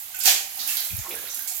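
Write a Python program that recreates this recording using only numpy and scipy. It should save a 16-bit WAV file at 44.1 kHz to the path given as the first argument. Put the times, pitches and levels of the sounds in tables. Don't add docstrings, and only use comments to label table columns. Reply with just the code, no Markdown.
import sys
import numpy as np
from scipy import signal
from scipy.fft import rfft, irfft
from scipy.io import wavfile
from scipy.ndimage import uniform_filter1d

SR = 44100
rng = np.random.default_rng(int(sys.argv[2]) if len(sys.argv) > 2 else 0)


def amplitude_ratio(level_db):
    exponent = np.asarray(level_db, float) / 20
    return 10 ** exponent


def put_to_file(sound):
    columns = np.atleast_2d(sound).T
    safe = np.clip(columns, -1, 1)
    whole_steps = np.round(safe * 32767)
    wavfile.write(sys.argv[1], SR, whole_steps.astype(np.int16))


N = 70560
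T = np.arange(N) / SR

# (time [s], level [dB])
FLOW = [(0.0, -40), (0.196, -35.5), (0.32, -44.5), (0.632, -30.5), (0.788, -29.5), (.9, -33.5),
        (.97, -34.5), (1.07, -35), (1.18, -33), (1.27, -36.5), (1.35, -36.5), (1.6, -39.5)]
# (frequency [Hz], density [dB per Hz])
PATTER_COLOUR = [(88, -62), (150, -27), (566, -20.5), (774, -17), (1020, -13.5), (7040, -3.5), (8560, -15),
                 (12400, 5.5), (16000, -14)]
# (frequency [Hz], density [dB per Hz])
RUMBLE_COLOUR = [(15, -46), (25, -19), (65, 6), (188, -10), (246, 1.5), (400, -46), (520, -50), (880, -120)]
# (frequency [Hz], decay by 60 dB [s])
ROOM_T60 = [(300, 0.41), (1000, 0.52), (4000, 0.43), (9000, 0.49), (15000, 0.47)]
# (frequency [Hz], likeness [0-1])
ALIKE = [(60, 0.7), (300, 0.99), (700, 0.25), (1400, 0.19), (3000, 0.02)]
# (frequency [Hz], width [Hz], level [dB])
STALL_MODES = [(249, 18, 14), (575, 23.6, 9)]
# (time [s], level [dB], centre [Hz], width / centre [ratio], burst [s])
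SPLASHES = [(.144, -36, 7300, 0.16, 0.0085), (.19, -30, 7300, 0.18, .005), (0.248, -26, 4000, 2.3, 0.0044),
            (0.209, -21.5, 7500, 0.65, 0.0051), (0.205, -26, 4600, 0.39, 0.0043),
            (0.232, -20.5, 9000, 2.1, 0.03), (0.254, -9.5, 5100, 1.28, 0.0064),
            (0.253, -10.5, 12800, 0.29, 0.0087), (0.268, -11, 4500, 1.23, 0.01),
            (0.273, -17, 12700, 0.63, 0.0087), (0.29, -23, 2930, 0.27, 0.0058),
            (.557, -53, 11500, .3, .005), (0.59, -26, 4570, 0.49, 0.011),
            (0.672, -22.5, 11900, 1.44, 0.027), (0.768, -22, 4510, 0.48, 0.0066),
            (.69, -36, 2350, 0.87, 0.014), (0.848, -25, 12640, 0.91, 0.0088), (.198, -33.5, 3500, 1, .006),
            (0.141, -43.5, 2500, 0.43, 0.011), (0.986, -29.5, 6960, 0.42, .007),
            (1.091, -28, 12800, 0.56, 0.0033), (1.274, -36.5, 3800, 0.34, 0.0028),
            (1.294, -31.5, 6240, 0.3, 0.014), (1.342, -23.5, 11900, 0.71, 0.007),
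            (1.471, -24, 10200, 1.07, 0.018), (1.5, -61, 4600, 0.34, 0.011),
            (1.544, -25.5, 13500, 0.31, 0.02)]
# (time [s], level [dB], pitch [Hz], ring
DRIPS = [(.142, -36, 1478, 32), (0.586, -50.5, 251, 19), (.715, -57, 253, 10), (1.275, -35, 3870, 20),
         (.147, -34, 2560, 12), (0.172, -32, 2420, 15), (0.688, -24, 2630, 29), (0.773, -35, 1485, 11),
         (0.903, -30.5, 2410, 18.7), (.941, -37, 2430, 12), (1.287, -30.5, 3730, 26),
         (1.391, -34.5, 1545, 11), (1.46, -43, 2197, 70)]
# (time [s], level [dB], centre [Hz], spit [s])
TICKS = [(.146, -23, 12300, 0.0033), (.165, -23, 12800, .003), (.189, -17.5, 11800, .003),
         (.202, -16, 12400, 0.0031), (0.234, -15, 13100, 0.0035), (.521, -33, 12600, .002),
         (0.557, -24, 11600, .002), (.573, -24, 12400, .002), (.601, -21.5, 12500, 0.0018),
         (0.674, -13, 12300, .002), (.705, -19, 12960, .002), (.743, -20, 13400, .002),
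         (.753, -18, 14000, 0.0022), (0.77, -10.5, 12800, 0.0019), (.803, -15, 13000, 0.0025),
         (.846, -17.5, 13200, 0.003), (.862, -30, 13800, .002), (.949, -21, 12000, .002),
         (0.966, -16.5, 12700, 0.0024), (1.0917, -17, 14300, 0.0016), (1.152, -18.5, 11000, .002),
         (1.345, -21.5, 12000, 0.0034), (1.476, -20, 12300, .003), (1.312, -26, 12600, 0.0026),
         (1.391, -18, 13100, .002), (1.421, -19, 13930, 0.0023), (1.498, -30, 9000, .003),
         (1.567, -23, 8100, 0.0017)]
# (time [s], level [dB])
DRAIN_HITS = [(.22, -56), (.256, -31), (.275, -20), (.322, -28.5), (.344, -37.5), (.362, -48),
              (.405, -38.5), (.467, -44.5), (.58, -40), (.63, -39.5), (.665, -45.5), (.80, -51.5),
              (.84, -52.5), (1.33, -47), (1.46, -51), (1.49, -48), (1.515, -48.5), (1.545, -46.5)]
# (time [s], level [dB], length [s])
DRAUGHTS = [
    (0.236, -64, 0.072),
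    (0.28, -56, 0.015),
    (0.944, -40.5, 0.018),
    (0.997, -44.5, 0.0074),
    (1.167, -54, 0.03),
    (1.32, -65, .07),
]
DRAUGHT_HZ = [54, 89, 156.5, 186, 75, 51]
# (time [s], level [dB], swing [Hz], length [s])
PUFFS = [
    (0.919, -40, 75, 0.0099),
    (0.9376, -33, 100, .003),
    (0.948, -25.5, 92, 0.0078),
    (0.993, -25, 100, 0.0069),
    (1.016, -35.5, 60.7, 0.016),
    (1.04, -44, 65, 0.013),
]
# (time [s], level [dB], centre [Hz], width / centre [ratio], burst [s])
WIPES = [(0.96, -49, 1900, 1.5, 0.092), (1.03, -48.5, 630, 1.7, 0.046), (1.14, -45.5, 1540, .4, .02),
         (1.112, -33, 3600, .25, 0.0037), (1.125, -41, 3500, 0.26, 0.005), (1.105, -36, 2440, 0.32, 0.015),
         (1.12, -38.5, 390, 0.68, 0.015), (1.06, -40, 960, 0.61, 0.0097), (.99, -46, 680, 0.37, 0.0039),
         (1.1, -42, 474, 0.73, 0.015), (1.25, -46.5, 3100, 0.37, 0.011), (1.27, -41, 2060, 0.79, .006),
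         (1.235, -46, 526, 0.44, 0.012), (1.245, -50, 1460, 0.24, 0.021), (1.27, -57, 410, 0.45, 0.0085)]
# (time [s], level [dB], pitch [Hz], length [s])
POCKETS = [
    (1.061, -46, 1072, 0.0078),
    (1.088, -54, 1290, .005),
    (1.104, -46.5, 365, .016),
    (1.15, -48, 1417, .007),
    (1.168, -45, 1620, 0.0069),
    (1.191, -49, 1670, 0.0092),
]
# (frequency [Hz], gain [dB])
PHONE = [(200, -0.5), (2000, 3), (4300, 1), (5600, -1), (7000, 2.5), (8800, -2.5), (12500, -1), (15500, -2)]
# (frequency [Hz], left minus right [dB])
PORTS = [(60, -4), (380, 3), (700, -4), (1290, -4.5), (4400, -5), (8120, -5), (15000, -8)]

DRAIN_HZ, DRAIN_WIDTH_HZ = 769, 55


def rms1(x):
    return x / np.sqrt(np.mean(x ** 2))


def at(table, hz):
    table_hz, value = np.array(table).T
    return np.interp(np.log(hz), np.log(table_hz), value)


def band(x, hz, width):
    w = 2 * np.pi * min(hz, SR / 2.5) / SR
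    a = np.sin(w) * np.sinh(np.arcsinh(width / 2) * w / np.sin(w))
    return signal.lfilter([a, 0, -a], [1 + a, -2 * np.cos(w), 1 - a], x)


def clicks(per_s, scatter_db):
    hit = rng.random(N) < per_s / SR
    push = rng.standard_normal(N)
    size = np.minimum(rng.exponential(size=N), 3)
    return rms1(hit * push * amplitude_ratio(scatter_db * size))


def walk(rate_hz):
    k = int(SR / rate_hz)
    steps = np.repeat(rng.standard_normal(N // k + 1), k)
    smooth = uniform_filter1d(uniform_filter1d(steps, k), k)
    return rms1(smooth[:N])


def burst(start, length):
    since = np.clip(T - start, 0, None)
    length = max(length, .001)
    rise = 1 - np.exp(-since / (0.26 * length))
    return rise * np.exp(-since / length)


def swell(start, length):
    return np.exp(-((T - start) / length) ** 2 / 2)


def swarm(start, length, per_s, scatter_db, hz, width):
    shape = burst(start, length)
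    impacts = band(band(shape * clicks(per_s, scatter_db), hz, width), hz, width)
    return rms1(impacts) * np.sqrt(np.mean(shape ** 2))


def patter():
    drops_per_s, scatter_db, level_db = 1500, 2, -6
    swell_db, flicker_db = 1.4, 0
    together = walk(4.48)
    shared = clicks(drops_per_s / 4, scatter_db)
    out = 0
    for hz in 200 * 2 ** np.arange(0, 6.4, 1 / 3):
        drops = clicks(drops_per_s, scatter_db) + 0.7 * shared
        gain = amplitude_ratio(at(PATTER_COLOUR, hz) + swell_db * together + flicker_db * walk(5.4))
        out = out + gain * band(band(drops, hz, 0.42), hz, 0.42)
    return rms1(out) * amplitude_ratio(level_db + np.interp(T, *np.array(FLOW).T))


def pair(size):
    hz = np.arange(size // 2 + 1) * SR / size + 1
    mid, side = rfft(rng.standard_normal((2, size)))
    alike = np.clip(at(ALIKE, hz), 0, 1)
    return mid * np.sqrt(1 + alike) + side * np.sqrt(1 - alike) * np.array([[1], [-1]]), hz


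def rumble():
    level_db, left_db = -68, -1.5
    noise, hz = pair(N)
    colour = amplitude_ratio(at(RUMBLE_COLOUR, hz) - 40 * (hz > 500) - 30 * (hz < 20))
    low = irfft(noise * colour, N) * amplitude_ratio(walk(10.2))
    return rms1(low) * amplitude_ratio(level_db + np.array([[left_db], [-left_db]]) / 2)


def room():
    size, first_wall_s = SR // 2, 0.0027
    noise, hz = pair(size)
    t, tail = T[:size], 0
    for centre in 125 * 2. ** np.arange(8):
        share = np.cos(np.pi / 2 * np.clip(np.log2(hz / centre), -1, 1)) ** 2
        tail = tail + irfft(noise * share, size) * amplitude_ratio(-60 * t / at(ROOM_T60, centre))
    tail = tail * np.clip(t / first_wall_s - 1, 0, 1)
    return tail / np.sqrt(np.mean(np.sum(tail ** 2, axis=1)))


def reverberate(x, count=6):
    spot_s, earlier_db = .006, -3
    step = int(spot_s * SR)
    spot = np.repeat(rng.integers(count, size=N // step + 1), step)[:N]
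    wet = 0
    for k in range(count):
        share = np.sqrt(uniform_filter1d(1. * (spot == k), step // 4).clip(0))
        wet = wet + irfft(rfft(x * share, 2 * N) * rfft(room(), 2 * N), 2 * N)
    return wet[:, :N] + amplitude_ratio(earlier_db) * wet[:, N:]


def stall_boom(water):
    return sum(amplitude_ratio(db) * band(water, hz, wide / hz) for hz, wide, db in STALL_MODES)


def drain(water):
    trickle = amplitude_ratio(-40 + 1.1 * walk(12.4)) * clicks(240, 1.0)
    drive = amplitude_ratio(9.5) * water + trickle + slugs()
    return band(drive, DRAIN_HZ, DRAIN_WIDTH_HZ / DRAIN_HZ)


def splashes():
    thud = amplitude_ratio(-41) * swarm(.254, 0.028, 1500, 2.4, 580, 1.0)
    return thud + sum(amplitude_ratio(db) * swarm(start, length, 8000, 3.5, hz, 1.19 * width)
                      for start, db, hz, width, length in SPLASHES)


def drips():
    glide, flutter_db = 0.094, 3
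    out = 0
    for start, db, hz, cycles in DRIPS:
        since = np.clip(T - start, 0, .2)
        life = cycles / hz / 2
        ring = np.sin(2 * np.pi * hz * since * (1 + glide * since / life / 8))
        out = out + amplitude_ratio(db + flutter_db * walk(300)) * burst(start, life) * ring
    return out


def ticks():
    return sum(amplitude_ratio(db) * swarm(start, length, 14000, 3.0, hz, 0.34) for start, db, hz, length in TICKS)


def slugs():
    out = 0
    for start, db in DRAIN_HITS:
        swing = np.sin(2 * np.pi * DRAIN_HZ * (T - start))
        out = out + amplitude_ratio(db + 10.5) * burst(start, 0.0026) * swing
    return out


def draughts():
    out = 0
    for (start, db, length), hz in zip(DRAUGHTS, DRAUGHT_HZ):
        air = rms1(band(band(rng.standard_normal(N), hz, 0.4), hz, 0.23))
        out = out + amplitude_ratio(db) * swell(start, length) * air
    return out


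def puffs():
    out = 0
    for start, db, hz, length in PUFFS:
        out = out - amplitude_ratio(db) * swell(start, length) * np.cos(2 * np.pi * hz * (T - start))
    return out


def wipes():
    return sum(amplitude_ratio(db) * swarm(start, length, 4500, 2.2, hz, width)
               for start, db, hz, width, length in WIPES)


def pockets():
    rise, flutter_db = 0.029, 4.5
    out = 0
    for start, db, hz, length in POCKETS:
        v = T - start
        flutter = amplitude_ratio(db + flutter_db * walk(220))
        tone = np.sin(2 * np.pi * hz * v * (1 + rise * v / length / 2))
        out = out + flutter * swell(start, length) * tone
    return out


def scene():
    falling = patter() + splashes()
    water = falling + stall_boom(falling)
    blips = None
    pipe = drain(falling)
    blips = pockets()
    gurgle = amplitude_ratio(4 * np.array([walk(90), walk(90)]))
    hand, fine, drops = wipes(), ticks(), drips()

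    to_room = water * amplitude_ratio(5) + hand * amplitude_ratio(0.5) + blips * amplitude_ratio(-2.5) + fine * amplitude_ratio(-3)
    wet = reverberate(to_room)
    wet = wet + reverberate(drops * amplitude_ratio(0.5) + pipe * gurgle[0] * amplitude_ratio(-7.5), count=1)

    near = water + fine + drops
    shadowed = np.roll(near, int(.0004 * SR)) * amplitude_ratio(-21)
    heard = wet + np.array([shadowed, near]) + hand + blips
    hz = np.arange(N // 2 + 1) * SR / N + 1
    tone_db = at(PHONE, hz) + at(PORTS, hz) * np.array([[.5], [-.5]])
    heard = irfft(rfft(heard) * amplitude_ratio(tone_db), N)
    house = rumble()
    wind = (puffs() + draughts()) * np.array([[1], [.04]])
    return heard + pipe * gurgle + house + wind


def roll_off(x):
    return signal.sosfilt(signal.butter(12, 16900, fs=SR, output="sos"), x)


def record(dry):
    ceiling, top_hz = .93, 15900
    soft = dry / (1 + (dry / ceiling) ** 4) ** (1 / 4)
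    top_cut = signal.ellip(10, .2, 80, top_hz, fs=SR, output="sos")
    return roll_off(signal.sosfilt(top_cut, soft))


dry = scene()
out = record(dry)
put_to_file(out)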